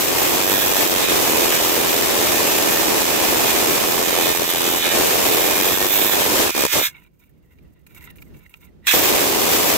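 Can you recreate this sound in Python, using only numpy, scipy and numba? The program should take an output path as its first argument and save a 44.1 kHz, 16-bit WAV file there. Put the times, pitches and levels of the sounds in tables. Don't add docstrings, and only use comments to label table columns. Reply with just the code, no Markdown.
import sys
import numpy as np
from scipy import signal
from scipy.fft import rfft, irfft
from scipy.io import wavfile
from scipy.ndimage import uniform_filter1d
from numba import njit

SR = 44100
rng = np.random.default_rng(int(sys.argv[2]) if len(sys.argv) > 2 else 0)


def dump(signal):
    limited = np.clip(np.atleast_2d(signal).T, -1, 1)
    pcm = np.round(limited * 32767).astype(np.int16)
    wavfile.write(sys.argv[1], SR, pcm)


N = 430853


def amp(db):
    return 10 ** (np.asarray(db) / 20)


def unit(x):
    return x / np.sqrt(np.mean(x ** 2))


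def colour(x, points, size=4096):
    hz, db = np.transpose(points)
    bins_hz = np.arange(size // 2 + 1) * SR / size
    curve_db = np.interp(np.log(bins_hz + 1), np.log(hz), db)
    cepstrum = irfft(np.log(amp(curve_db)))
    cepstrum[1:size // 2] *= 2
    cepstrum[size // 2 + 1:] = 0
    response = irfft(np.exp(rfft(cepstrum)))
    return signal.oaconvolve(x, response[None], axes=1)[:, :N]


def ring(x, modes):
    out = 0
    for hz, width, db in modes:
        peak = signal.iirpeak(hz, hz / width / 1.5, SR)
        once = signal.lfilter(*peak, x)
        out = out + amp(db) * signal.lfilter(*peak, once)
    return out


@njit
def glide(x, hz, width):
    y = np.empty_like(x)
    for c in range(2):
        band, low = 0., 0.
        for i in range(len(hz)):
            g = np.tan(np.pi * hz[i] / SR)
            damping = width / hz[i]
            v = (band + g * (x[c, i] - low)) / (1 + g * (g + damping))
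            band = 2 * v - band
            low = low + 2 * g * v
            y[c, i] = damping * v
    return y


def walk(rate):
    hold = int(SR / rate)
    steps = np.repeat(rng.standard_normal(N // hold + 1), hold)
    return 0.92 * uniform_filter1d(steps, hold)[:N]


def curves(rows):
    s, *columns = np.transpose(rows)
    return np.array([np.interp(np.arange(N) / SR, s, c) for c in columns])


def gate(s, length, attack, release):
    t = np.arange(N) / SR - s
    return np.clip(t / attack, 0, 1) * np.exp(-np.maximum(t - length, 0) / release)


def pair(alike, lag=9):
    shared, left, right = rng.standard_normal((3, N))
    alike = np.clip(alike, 0, 1)
    common = np.array([shared, -np.roll(shared, lag)])
    return np.sqrt(alike) * common + np.sqrt(1 - alike) * np.array([left, right])


# (time [s], grinding level [dB], crackle level [dB], left minus right of the grinding [dB])
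CUT = [(0.0, -21.5, -17, 0.5), (0.62, -20.5, -18.5, -4), (0.86, -19.5, -17, 0.0), (0.87, -22, -17, -3.5),
       (1.3, -19, -17, -2.5), (2.64, -20.5, -17.5, -1.5), (2.89, -22, -17, -4.5), (3.74, -21, -16.5, -3.5),
       (3.99, -24, -17.5, -6), (4.08, -22, -17.5, -7.5), (4.54, -22, -18.5, -3), (4.92, -21.5, -17.5, -3),
       (4.95, -19.5, -16, -1.5), (5.83, -23, -18, -3), (5.92, -20.5, -18, -5.0), (6.26, -21.5, -18.5, -2.5),
       (6.4, -18, -15.5, 0.0), (6.45, -19, -18, -3), (6.514, -24.5, -21, -5.5), (6.646, -20.5, -13.5, -1.5),
       (6.688, -26, -18, -7.5), (6.732, -17.5, -21.5, -4), (6.766, -19.5, -16.5, -2.5),
       (6.83, -23.5, -18.5, -2), (8.88, -13.5, -9.5, -3.5), (8.992, -19, -16.5, -4),
       (9.072, -16, -15.5, -0.5), (9.242, -22, -17.5, -3), (9.6, -21, -17, 0)]
# (time [s], speed [turns per s], share of the pattern that returns [0-1], halved on the left)
DISC = [(0, 84, .25), (.55, 98, .75), (.9, 92, .5), (1.2, 84, .25), (1.4, 82, .8), (1.85, 86, .5),
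        (2.7, 81, .55), (3.1, 82, .2), (3.6, 83, .6), (3.9, 85, .35), (4.1, 87, .9), (4.9, 84, .9),
        (5.1, 82, .15), (5.4, 85, .7), (5.65, 91, .6), (5.9, 100, .95), (6.1, 101, .85), (6.25, 90, .25),
        (6.45, 80, .3), (6.52, 69, 1), (6.74, 68, .9), (6.77, 68, .3), (6.82, 66, 1), (8.87, 95, .25),
        (9.3, 84, .25), (9.77, 85, .3)]
WANDER_DB = 0.8
STEADY_HAMMER = .7
UNLOADED_DB = -30


def grinder():
    grind_db, crackle_db, pan_db = curves(CUT)
    hz, share = curves(DISC)
    lift_db, free = lifts()
    chatter_db, ease = chatters()
    grind_db = grind_db + lift_db + WANDER_DB * walk(7)
    crackle_db = crackle_db + chatter_db + WANDER_DB * walk(7.7)
    hammer = np.maximum(STEADY_HAMMER * share, ease)
    force, beat = contact(hz, share)
    force = force * amp((share - 1.5) * beat + 1.2 * walk(25) + 1.6 * walk(160))
    sides_db = np.array([pan_db, -pan_db]) / 2
    disc = (hiss(force) + rings(force, hz)) * amp(grind_db + sides_db)
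    pops = amp(UNLOADED_DB * free) * crackle(crackle_db, beat, hammer)
    return brake_and_restart() * (disc + pops)


def contact(hz, share, size=512):
    turns = np.cumsum(hz) / SR
    fresh_rows = rng.standard_normal((1000, size))
    rows = unit(signal.lfilter([1], [1, -.89], fresh_rows, axis=0))
    rim = rows.ravel()[(turns * size).astype(int)]
    share = share * np.array([[.5], [1]])
    returning = np.sqrt(share) * np.array([rim, -np.roll(rim, 9)])
    grit = np.sqrt(1 - share) * pair(0.098)
    return returning + grit, np.cos(2 * np.pi * turns)


# (frequency [Hz], level per Hz [dB])
HISS_COLOUR = [(300, -33.5), (1070, -9.5), (2760, -4), (3720, -6), (4600, -8), (5720, -5), (9710, -10),
               (12600, -9.5), (15700, -11)]


def hiss(force):
    return unit(colour(force, HISS_COLOUR)) * amp(-1.5)


# (frequency [Hz], width [Hz], level within its group [dB])
WHINE = [(1682, 76, -3), (1827, 130, 0.1)]
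LOW_RING = [(2110, 240, -8.5), (2500, 710, 0), (2515, 120, 2)]
HIGH_RING = [(3585, 630, 0.0019)]
SCREECH = [(7600, 460, -7.5), (12200, 1900, -1.5), (13800, 2000, 0.5), (14500, 890, 4)]
# (multiple of the turn, width [Hz])
GEAR = (35.6, 250)
WHINE_DB, LOW_DB, HIGH_DB, SCREECH_DB = -24, -20.5, -15.5, -6


def rings(force, hz):
    whine_db, low_db, high_db, screech_db = singing()
    right = np.array([[-1], [1]])
    multiple, width = GEAR
    gear = glide(force, multiple * hz, 1. * width)
    gear = unit(glide(gear, multiple * hz, 1. * width))
    whine = unit(ring(force, WHINE)) * amp(WHINE_DB + whine_db + 3.5 * right)
    low = unit(ring(force, LOW_RING)) * amp(LOW_DB + low_db + 3.7 * right)
    high = unit(ring(force, HIGH_RING)) * amp(-6.5) + gear * amp(-11.5)
    high = high * amp(HIGH_DB + high_db + 3.3 * right)
    screech = unit(ring(force, SCREECH)) * amp(SCREECH_DB + screech_db + 1.1 * right)
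    return whine + low + high + screech


# (time [s], length [s], then rise of whine, low ring, high ring and screech [dB])
SINGING = [(.15, 0.18, 1, 8, -2, 3.5), (.4, 0.35, 12, -1, 5, 4.5), (0.94, 0.24, 2, 11.5, 14, -6),
           (1.27, 0.19, 0.5, 9.5, -1.5, 1), (1.55, .4, 2, -6, -2, 1), (2.2, 0.97, 6, 1.5, -5, -0.5),
           (2.95, 0.52, 0.5, 4, -2, -1), (4.003, 0.41, 2.5, 7.5, 9.5, -1), (4.3, 0.63, 1, 1.5, 12.5, 0),
           (4.775, 0.21, 11, 17, 12, -4), (5.216, 0.31, 5, 11, 8, 5), (5.454, 0.41, 9, 10, 10.5, 4),
           (5.75, 0.51, 7.5, 5.5, 11, 7), (6.774, 0.11, -16, 11, 9.5, 5), (8.847, .09, 11.5, 14, 13.5, -11),
           (9.08, 0.17, 0, 9, -2, -1)]


def singing():
    t = np.arange(N) / SR
    wander_db = [2.5, 2.5, 2, 1.2]
    rise_db = np.array([db * walk(9) for db in wander_db])
    for s, length, *rises in SINGING:
        swell = np.sin(np.pi * np.clip((t - s) / length, 0, 1))
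        rise_db = rise_db + np.outer(rises, swell)
    return rise_db


# (frequency [Hz], level per Hz [dB])
POP = [(15, -49.5), (25, -21.5), (70, -11), (174, -9), (352, 2.5), (1090, -5.5), (1470, -12), (2390, -11),
       (4330, -13), (7630, -13), (9460, -16), (13800, -15), (15800, -24)]


def crackle(db, beat, share, rate=3200, full_db=-22, thin=1.2, scatter=2.5):
    slack = np.maximum(full_db - db, 0)
    depth_db = 3 + 17 * share ** 2 + 1.5 * slack
    miss_db = 3 * share ** 2 * (walk(40) + np.array([walk(60), walk(60)]))
    chance = rate / SR * amp(-thin * slack + depth_db * (beat - 1))
    spread = np.minimum(rng.exponential(size=(2, N)), 2.5)
    size = amp(scatter * spread) * rng.choice([-1, 1], (2, N))
    hits = rng.random((2, N)) < chance * amp(miss_db)
    pops = hits * size / np.sqrt(uniform_filter1d(chance, 1500) + 1e-6)
    return unit(colour(pops, POP)) * amp(db)


# (time [s], length [s], change of crackle [dB])
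CHATTERS = [(.4, 0.19, -1), (.72, .06, -1.5), (0.859, 0.049, -3), (0.929, 0.048, -1.5), (1.04, .06, -2),
            (3.019, 0.043, -3), (4.034, 0.037, -4), (4.32, 0.068, -3), (4.444, 0.16, -3),
            (4.68, 0.038, -1.5), (4.769, 0.058, -4.5), (4.875, 0.037, -4.5), (5.577, .06, 0.5),
            (5.724, 0.084, -2), (5.865, 0.086, -5), (6.041, 0.066, -2.5), (6.218, 0.038, -1),
            (6.476, 0.25, -2), (6.797, 0.044, -5.5)]


def chatters():
    edge_s = .012
    change_db, ease = np.zeros(N), np.zeros(N)
    for s, length, db in CHATTERS:
        spell = gate(s, length, edge_s, edge_s)
        change_db = change_db + db * spell
        ease = np.maximum(ease, spell)
    return change_db, ease


BRAKE_S, BITE_S = 6.835, 8.931
# (time [s], length [s], change of grinding [dB])
LIFTS = [(6.507, 0.037, -2), (6.665, .058, -2.5)]


def lifts():
    edge_s, land_s = .008, .0025
    change_db = np.zeros(N)
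    free = gate(BRAKE_S, BITE_S - BRAKE_S, edge_s, land_s)
    for s, length, db in LIFTS:
        lift = gate(s, length, edge_s, land_s)
        change_db = change_db + db * lift
        free = free + lift
    return change_db, free


BRAKE_DB_PER_S3 = 70000
START_S, ONSET_DB_PER_S, ONSET_DB = 8.869, 1496, -17


def brake_and_restart():
    t = np.arange(N) / SR
    braked_db = -BRAKE_DB_PER_S3 * np.maximum(t - BRAKE_S, 0) ** 3
    swelling_db = ONSET_DB + ONSET_DB_PER_S * (t - START_S)
    return np.where(t < START_S, amp(np.maximum(braked_db, swelling_db)), 1)


# (frequency [Hz], level per Hz [dB])
RUMBLE = [(13, -48), (22, -24.5), (64, -2.5), (118, -14.5), (151, -8), (193, -11.5), (234, -16),
          (353, -17.5), (876, -37.5), (2290, -43), (9840, -57), (15700, -53)]
# (time [s], level [dB])
OUTDOORS = [(6.95, -51.5), (7.204, -57.5), (7.662, -50.5), (8.34, -48), (8.522, -54), (8.82, -48.5)]


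def outdoor_rumble():
    level_db = curves(OUTDOORS)[0] + 2.6 * walk(10)
    return unit(colour(pair(0), RUMBLE)) * amp(level_db + np.array([[-1.5], [1.5]]))


def pause():
    scrape_gain, rustle_gain, hz = pause_spells()
    sound = scraping(scrape_gain, hz) + rustling(rustle_gain) + grit_ticks()
    return sound * amp([[-2.5], [2.5]])


# (time [s], length [s], scraping level [dB], rustle level [dB], starting resonance [Hz])
PAUSE_SPELLS = [(6.87, 0.077, -55, -60, 2200), (6.94, 0.045, -48, -52, 2250),
                (7.01, 0.057, -67.5, -62, 2500), (7.1, 0.28, -76.5, -71, 2400),
                (7.19, 0.048, -66, -60, 2470), (7.42, 0.09, -73, -68, 2100), (7.5, 0.053, -67, -62, 2060),
                (7.57, .27, -72.5, -71, 2251), (7.86, .09, -58.5, -55.5, 2450),
                (7.94, 0.16, -51, -50, 2260), (8.15, 0.027, -56, -53, 2320), (8.21, 0.013, -58, -45, 2270),
                (8.26, 0.037, -60, -64, 2050), (8.335, 0.13, -58.5, -61, 2380),
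                (8.49, 0.081, -59, -56, 2300), (8.6, 0.06, -57.5, -53, 2250), (8.815, .05, -59, -70, 2020)]


def pause_spells():
    attack_s, release_s = .012, 0.021
    sag = 0.96
    t = np.arange(N) / SR
    scrape, rustle = 0, 0
    hz = np.full(N, 1. * PAUSE_SPELLS[0][-1])
    for s, length, scrape_db, rustle_db, start_hz in PAUSE_SPELLS:
        shape = gate(s, length, attack_s, release_s)
        scrape = scrape + amp(scrape_db) * shape
        rustle = rustle + amp(rustle_db) * shape
        hz = np.where(t > s, start_hz * (1 - sag * np.minimum(t - s, .15)), hz)
    return scrape, rustle, hz * (1 + 0.046 * walk(25))


# (frequency [Hz], level per Hz [dB])
SCRAPE = [(350, -53.5), (600, -12), (977, -3.5), (1200, -20.5), (1420, -11.5), (1710, -18), (2150, -6),
          (3270, -18.5), (3870, -20), (5000, -21.5), (6500, -57), (11000, -120)]
# (frequency [Hz], width [Hz], level [dB])
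BLOCK = [(990, 69, -5.5), (1400, 150, -6), (1930, 270, -8), (2750, 78, -1), (3770, 330, -11.5)]


def scraping(gain, hz):
    grit = pair(0.46) * amp(4.2 * walk(60) + 3.4 * walk(400))
    moving = unit(glide(glide(grit, hz, 140.), hz, 140.))
    noise = amp(-8.0) * unit(colour(grit, SCRAPE))
    return unit(noise + unit(ring(grit, BLOCK)) + moving) * gain


# (frequency [Hz], level per Hz [dB])
RUSTLE = [(2650, -39.5), (4500, -17), (6130, -13), (6630, -7), (7470, -16), (8340, -5.5), (10200, -24),
          (11400, -4.5), (15700, -3)]


def rustling(gain):
    return unit(colour(pair(0.32) * amp(5.5 * walk(90)), RUSTLE)) * gain


# (time [s], click level [dB], treble against it [dB], ring [Hz])
TICKS = [(6.999, -52, -3, 2800), (7.237, -47, -9, 2500), (7.294, -57, 1, 1770), (7.586, -45, -21, 2400),
         (7.866, -38, -8, 2400), (7.947, -36, -5, 2200), (8.009, -37, -15, 2130), (8.040, -34, -7, 2110),
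         (8.069, -40, -15, 1960), (8.103, -32.5, -11, 2740), (8.158, -42, -4, 2200),
         (8.184, -36, -19, 2400), (8.221, -31, -10, 2280), (8.345, -45, -16, 2180), (8.394, -48, -10, 1980),
         (8.463, -40, -20, 1960), (8.495, -49, 2, 2310), (8.540, -27, -31, 2450), (8.617, -48, -11, 2030),
         (8.843, -43, -24, 1960)]


def grit_ticks():
    dull = strikes([(s, amp([db] * 2)) for s, db, *_ in TICKS], .007, count=10)
    bright = strikes([(s, amp([db + treble] * 2)) for s, db, treble, _ in TICKS], 0.0095, count=24)
    s, *_, tick_hz = np.transpose(TICKS)
    own_hz = tick_hz[np.searchsorted(s[1:], np.arange(N) / SR)]
    block = amp(18.5) * ring(dull, BLOCK)
    grain = amp(23.5) * glide(dull, own_hz, 240.0)
    treble = amp(13) * colour(bright, [(3000, -37.5), (7000, -8.0), (15000, 4.5)])
    return block + grain + treble


def strikes(rows, length, count):
    out = np.zeros((2, N))
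    chance = rng.random((len(rows), 2, count, 2))
    for (s, gains), draw in zip(rows, chance):
        for side in range(2):
            places = ((s + length * draw[side, :, 0] ** 2) * SR).astype(int)
            out[side, places] += gains[side] * (2 * draw[side, :, 1] - 1)
    return out


def scene():
    return grinder() + outdoor_rumble() + pause()


def record(dry):
    rounded = np.tanh(1.3 * dry) / 1.3
    top_cut = signal.ellip(14, .2, 110, 15730, fs=SR, output="sos")
    return signal.sosfilt(top_cut, rounded)


dry = scene()
out = record(dry)
dump(out)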